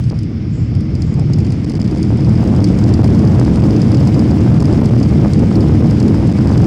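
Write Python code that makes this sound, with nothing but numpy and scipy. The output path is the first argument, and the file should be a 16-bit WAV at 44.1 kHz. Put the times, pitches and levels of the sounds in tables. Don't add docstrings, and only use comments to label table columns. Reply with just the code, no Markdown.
import sys
import numpy as np
from scipy import signal
from scipy.fft import rfft, irfft, next_fast_len
from scipy.io import wavfile
from scipy.ndimage import uniform_filter1d, minimum_filter1d, map_coordinates

SR = 44100
rng = np.random.default_rng(int(sys.argv[2]) if len(sys.argv) > 2 else 0)


def gain_from_decibels(decibels):
    exponent = np.asarray(decibels, float) / 20
    return 10 ** exponent


def dump(signal):
    limited = np.clip(np.atleast_2d(signal).T, -1, 1)
    pcm = np.round(limited * 32767).astype(np.int16)
    wavfile.write(sys.argv[1], SR, pcm)


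N = 293706

# time_s, level_db
THRUST = [(0, -13), (.3, -12), (.8, -10), (1.1, -8), (1.6, -6.5), (1.85, -3.5), (2.1, -5), (2.4, -1),
          (3.0, 0), (3.6, 1), (4.1, 0.5), (4.7, 0.5), (5.3, 0), (6.0, 0), (6.66, 1)]


def unit(x):
    return x / np.sqrt(np.mean(x ** 2) + 1e-20)


def curves(rows):
    s, *cols = np.transpose(rows)
    return [np.interp(np.arange(N) / SR, s, c) for c in cols]


def filtered(x, response):
    m = next_fast_len(N + SR // 2)
    return irfft(rfft(x, m) * response(np.fft.rfftfreq(m, 1 / SR)), m)[:N]


def rush(spectrum, patchy_db, spiky_db=0, patch=(6, 8)):
    shocks = rng.standard_normal(N) * gain_from_decibels(spiky_db * rng.standard_normal(N))
    z = signal.stft(shocks, nperseg=512)[2]
    field = uniform_filter1d(rng.standard_normal(z.shape), size=patch[0], axis=0)
    field = uniform_filter1d(field, size=patch[1], axis=1)
    noise = signal.istft(z * gain_from_decibels(patchy_db * unit(field)), nperseg=512)[1][:N]
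    f, db = np.transpose(spectrum)
    return unit(filtered(noise, lambda hz: gain_from_decibels(np.interp(np.log(hz + 1), np.log(f), db, -120, -120))))


def ringing(x, modes):
    def response(f):
        return sum((-1) ** k * gain_from_decibels(db) * 1j * f * width / (centre ** 2 - f * f + 1j * f * width)
                   for k, (centre, width, db) in enumerate(modes))
    return filtered(x, response)


def evened(x, span_s):
    power = np.abs(uniform_filter1d(x ** 2, size=round(span_s * SR)))
    return unit(x / np.sqrt(power + 0.094))


def wobble(rate):
    knots = rng.standard_normal(int(N * rate / SR) + 4)
    return map_coordinates(knots, [np.arange(N) * rate / SR])


def heave():
    # time_s, level_db
    surge = [
        (0, -40),
        (1.3, -36),
        (2.3, -19),
        (6.66, -19),
    ]
    # pitch_hz, density_db (per Hz)
    heave_spectrum = [(5, -38.5), (10, -1.5), (40, -5.5), (60, -8), (80, -45.5)]
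    return gain_from_decibels(curves(surge)[0]) * rush(heave_spectrum, patchy_db=-0.4)


def wheels():
    # time_s, level_db
    roll = [(0, -15.5), (.13, -14), (.3, -22), (.55, -16), (.8, -14), (1.05, -15), (1.1, -19), (1.2, -15),
            (1.6, -16.5), (2.0, -14.5), (2.3, -11.5), (3.5, -9.5), (4.15, -13), (4.4, -9), (4.6, -12),
            (4.75, -9), (4.9, -10.5), (6.66, -10.5)]
    # pitch_hz, density_db (per Hz)
    rumble_spectrum = [(35, -40.5), (55, 5.5), (80, -2.5), (125, -2), (160, -7), (200, -21.5), (300, -60.5)]
    level_db = curves(roll)[0] + 5.0 + 1.2 * wobble(12)
    return gain_from_decibels(level_db) * evened(rush(rumble_spectrum, patchy_db=-1.07), span_s=0.12)


def jolts():
    # time_s, swell_db
    bumps = [(0, 11), (.13, 14), (2.15, 3.5), (2.3, 3.5), (2.43, 4), (3.93, 1), (4.19, 7), (4.6, 1),
             (4.71, 4), (5.25, 6.5), (6.16, 3.5)]
    t, width_s = np.arange(N) / SR, 0.017
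    return sum(db * np.exp(-((t - s) / width_s) ** 2) for s, db in bumps)


def engines():
    # pitch_hz, density_db (per Hz)
    roar_spectrum = [(120, -42), (170, -2.5), (225, 0.5), (255, -7.5), (310, -4), (370, -15), (480, -22),
                     (800, -48.5)]
    blast_spectrum = [(250, -48), (420, -4), (700, -5.5), (1100, -15), (1700, -24), (2400, -44.5),
                      (4000, -68)]
    thrust_db, bump_db = curves(THRUST)[0], jolts()
    roar_db = thrust_db - 11.5 + 0.3 * bump_db + 1.14 * wobble(12)
    roar = gain_from_decibels(roar_db) * evened(rush(roar_spectrum, patchy_db=-0.45), span_s=0.087)
    blast_db = 1.32 * thrust_db - 31 + bump_db + 1.63 * wobble(35)
    blast = gain_from_decibels(blast_db) * rush(blast_spectrum, patchy_db=1.5, spiky_db=9.0, patch=(14, 4))
    return roar + blast


def vents():
    # pitch_hz, density_db (per Hz)
    hiss_spectrum = [(600, -35), (1200, -3.5), (1750, -8), (2150, -2), (2600, -8.5), (3400, -11.5),
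                     (4100, -16), (4800, -7.5), (5300, -7), (6000, -18.5), (7000, -28), (9000, -58.5)]
    return gain_from_decibels(0.43 * curves(THRUST)[0] - 41) * rush(hiss_spectrum, patchy_db=0.86)


def trim():
    # pitch_hz, density_db (per Hz)
    sizzle_spectrum = [(1000, -28), (1500, 9), (3000, 5.5), (4200, 1.5), (6000, 0), (8000, -2.5),
                       (10000, -9.5), (11200, -21.5), (12500, -45)]
    shimmer_spectrum = [(10500, -27), (11500, 2), (12700, -0.5), (13300, -16.5), (14700, -10.5),
                        (15300, 2.5), (15800, -4)]
    buzz_s, nose_down_s, nose_db = 0.22, 1.4, 4
    thrust_db, t = curves(THRUST)[0], np.arange(N) / SR
    touchdown_db = 11 * np.exp(-(t / buzz_s) ** 2)
    shaken_db = touchdown_db - nose_db * np.clip((nose_down_s - t) / 0.5, 0, 1)
    sizzle = rush(sizzle_spectrum, patchy_db=1.5, spiky_db=3.0, patch=(30, 2))
    shimmer = rush(shimmer_spectrum, patchy_db=5.5, spiky_db=-1.0, patch=(14, 5))
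    sizzle_db = thrust_db - 43.0 + shaken_db
    shimmer_db = 1.4 * thrust_db - 65.5 + 0.6 * shaken_db
    return gain_from_decibels(sizzle_db) * sizzle + gain_from_decibels(shimmer_db) * shimmer


def jitter(count):
    when, size, bright = rng.random((count, 3)).T
    return np.transpose([1.4 + when * (N / SR - 1.5), -39 - 5.0 * np.log(size + 0.08), -21 + 7 * bright])


def panel():
    # start_s, peak_db, bright_db
    slaps = [(.0985, -26.5, -26), (1.02, -22.5, -17), (1.334, -20.5, -15.5), (1.3857, -23, -21),
             (1.696, -22.5, -17), (1.7521, -25, -19), (2.0288, -22.5, -13), (2.2443, -24.5, -22.5),
             (2.6418, -14, -22.5), (2.7878, -23, -15), (2.8388, -23, -18), (2.9382, -17.5, -17.5),
             (3.0418, -20, -16.5), (3.1472, -22, -21), (3.397, -20.5, -16), (3.5576, -24, -16),
             (3.7073, -22.5, -25), (3.763, -22, -26), (3.8173, -21, -17), (3.917, -23.5, -18.5),
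             (3.9454, -20.5, -19.5), (4.0038, -25.5, -17), (4.0728, -18.5, -16), (4.143, -23, -20),
             (4.6027, -20, -19.5), (4.655, -23.5, -18), (4.8565, -20.5, -13), (5.029, -18.5, -23),
             (5.3339, -19, -17), (5.5546, -22, -20.5)]
    # start_s, peak_db
    clicks = [(.096, -33), (.189, -29.5), (0.232, -33), (.7503, -31.5), (.807, -31), (1.1403, -30),
              (1.1952, -28), (1.6444, -27.5), (1.8157, -24.5), (1.9827, -31.5), (2.2937, -30), (2.335, -34),
              (2.4728, -29), (2.686, -27), (2.8902, -27.5), (3.192, -26.5), (3.2498, -29.5), (3.447, -30),
              (4.193, -24), (4.31, -25.5), (4.4069, -26), (4.624, -26), (5.3936, -27.5), (5.606, -24),
              (5.9087, -24.5), (6.0006, -20), (6.0803, -25.5), (6.1443, -24.5), (6.273, -26.5),
              (6.576, -23.5)]
    # start_s, peak_db
    taps = [(0.039, -31.5), (.1, -32), (.9515, -27.5), (1.4505, -32.5), (1.504, -31), (1.524, -31),
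            (1.735, -32), (1.798, -28.5), (1.8447, -31), (1.8756, -27), (3.0754, -28), (3.2745, -29),
            (3.603, -29.5), (3.8691, -30.5), (3.9705, -26.5), (4.7267, -27), (4.8437, -31), (4.9408, -30.5),
            (4.999, -27.5), (5.423, -30), (5.693, -31.5), (5.8703, -31), (6.027, -25), (6.3226, -28.5),
            (6.3853, -28), (6.4722, -27), (6.4925, -29), (6.5264, -30), (6.6173, -26), (6.642, -28.5)]
    # pitch_hz, width_hz, level_db
    panel_modes = [(4574, 590, 2), (5110, 390, 5.5), (6290, 520, -6.5)]
    clasp_modes = [(7140, 1070, 3.5), (8880, 1100, 2.5), (9900, 1500, -2)]
    frame_modes = [(2180, 750, 4.5), (3200, 1000, 1)]
    click_bright_db, tap_bright_db = -14.5, -17.5
    t = np.arange(SR // 20) / SR
    chatter_decay = gain_from_decibels(-60 * t / 0.027) + 0.077 * gain_from_decibels(-60 * t / 0.13)
    contact_decay, frame_decay = gain_from_decibels(-60 * t / 0.013), gain_from_decibels(-60 * t / 0.033)
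    chatter, contact, frame = np.zeros((3, N + SR))
    rows = [*slaps]
    rows += [(s, db, click_bright_db) for s, db in clicks]
    rows += [(s, db, tap_bright_db) for s, db in taps]
    rows += [*jitter(count=180)]
    for (s, db, bright_db), noise in zip(rows, rng.standard_normal((len(rows), 3, len(t)))):
        at = round(s * SR)
        hit = slice(at, at + len(t))
        chatter[hit] += gain_from_decibels(db + 3.5) * chatter_decay * noise[0]
        contact[hit] += gain_from_decibels(db + bright_db + 12.5) * contact_decay * noise[1]
        frame_db = db - 14.5 - 0.55 * (db + 26.5) + 6.0
        frame[hit] += gain_from_decibels(frame_db) * frame_decay * noise[2]
    ticks = ringing(chatter[:N], panel_modes) + ringing(contact[:N], clasp_modes) + ringing(frame[:N], frame_modes)
    return filtered(ticks, lambda hz: 0.12 + 0.86 / np.sqrt(1 + (hz / 10900) ** 16))


def cloth():
    # time_s, level_db
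    rustle = [
        (.44, -91),
        (.54, -52.5),
        (.63, -56.5),
        (.72, -71),
        (.93, -84),
        (1.02, -56),
        (1.13, -56),
        (1.17, -68),
        (1.32, -77),
    ]
    # pitch_hz, density_db (per Hz)
    cloth_spectrum = [(5800, -44.5), (6500, -1), (7200, 2), (8000, -4.5), (8600, -27.5), (10000, -56.5)]
    return gain_from_decibels(curves(rustle)[0]) * rush(cloth_spectrum, patchy_db=-1.5)


def scene():
    return (heave() + wheels() + engines() + vents() + panel() + cloth() + trim())[None]


def capsule(x, leak, count):
    # start_s, length_ms
    stalls = [(.1045, 4.1), (.1257, 3.9), (.1297, 3.9), (.1342, 5), (1.6102, 3.2), (1.6553, 5.4),
              (1.725, 4.6), (1.7314, 4.7), (1.7447, 6.2), (1.7832, 10), (1.8181, 5.4), (1.8332, 6.5),
              (1.866, 4.9), (1.952, 6.3), (2.5402, 4.8), (2.593, 7.9), (2.609, 4), (3.0216, 8.4),
              (3.4536, 4.7), (3.6126, 4.8), (4.593, 4), (4.6161, 4.6), (4.6323, 5.7), (4.9001, 6),
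              (4.9688, 4.6), (5.8182, 3.6), (6.3096, 4.5), (6.3284, 4.3), (6.465, 4.2), (6.5643, 3.9)]
    stop = 1.05
    when, length = rng.random((count, 2)).T
    grazes = np.transpose([2.1 + when * (N / SR - 2.2), 0.5 + 2.6 * length ** 3])
    free = np.ones(N)
    for s, ms in [*stalls, *grazes]:
        free[round(s * SR):round((s + ms / 1000) * SR)] = 0
    motion = np.diff(np.clip(x, -stop, stop), prepend=0)
    held = np.cumsum(motion * free)
    return held + leak * (x - held)


def snaps(count):
    # start_s, peak_db
    cracks = [(.111, -20.5), (.128, -19), (1.301, -22), (1.707, -21), (1.792, -17.5), (1.928, -20),
              (2.105, -14), (2.596, -13.5), (2.547, -20), (2.993, -10.5), (3.246, -11), (3.393, -11),
              (3.414, -8.5), (3.48, -8.5), (3.638, -13), (4.164, -14), (4.223, -12), (4.319, -11.5),
              (4.685, -16), (4.936, -10), (5.199, -12.5), (5.249, -10), (5.824, -15), (6.111, -11.5),
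              (6.144, -11), (6.183, -14), (4.91, -12.5), (6.39, -13), (6.566, -19), (6.633, -11)]
    u = np.arange(SR // 50) / SR / 0.00029
    lurch = u ** 2 * np.exp(-u)
    blows = np.zeros(N)
    when, size = rng.random((count, 2)).T
    rows = [*cracks, *zip(2.1 + when * (N / SR - 2.2), -17 - 14 * size)]
    for (s, db), side in zip(rows, rng.choice([-1, 1], size=len(rows))):
        blows[round(s * SR)] = side * gain_from_decibels(db + 12.0)
    return signal.fftconvolve(blows, lurch)[:N]


def limiter(x, top, hold_s, knee):
    size = round(hold_s * SR)
    need = np.minimum(1, top / (np.abs(x) + 1e-9))
    x = x * uniform_filter1d(minimum_filter1d(need, size=size), size=size)
    return x / (1 + np.abs(x / (1.37 * top)) ** knee) ** (1 / knee)


def case_shake():
    # pitch_hz, density_db (per Hz)
    case_spectrum = [(12, -45), (22, 3), (35, 0.5), (45, -1), (65, -30.5)]
    return gain_from_decibels(-37) * rush(case_spectrum, patchy_db=0.3)


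def top_cut(x):
    return signal.sosfilt(signal.butter(12, 17010, fs=SR, output="sos"), x)


def record(dry):
    bass_cut_hz, top_hz = 90, 15900
    cut = signal.butter(4, bass_cut_hz, "high", fs=SR, output="sos")
    x = capsule(dry[0], leak=0.032, count=195) + snaps(count=32)
    x = limiter(signal.sosfilt(cut, x), top=0.83, hold_s=0.0078, knee=15.0)
    x = filtered(x + case_shake(), lambda hz: hz < top_hz)
    x = x * np.clip((N - np.arange(N)) / (0.002 * SR) + 0.15, 0, 1)
    return top_cut(x[None])


dry = scene()
out = record(dry)
dump(out)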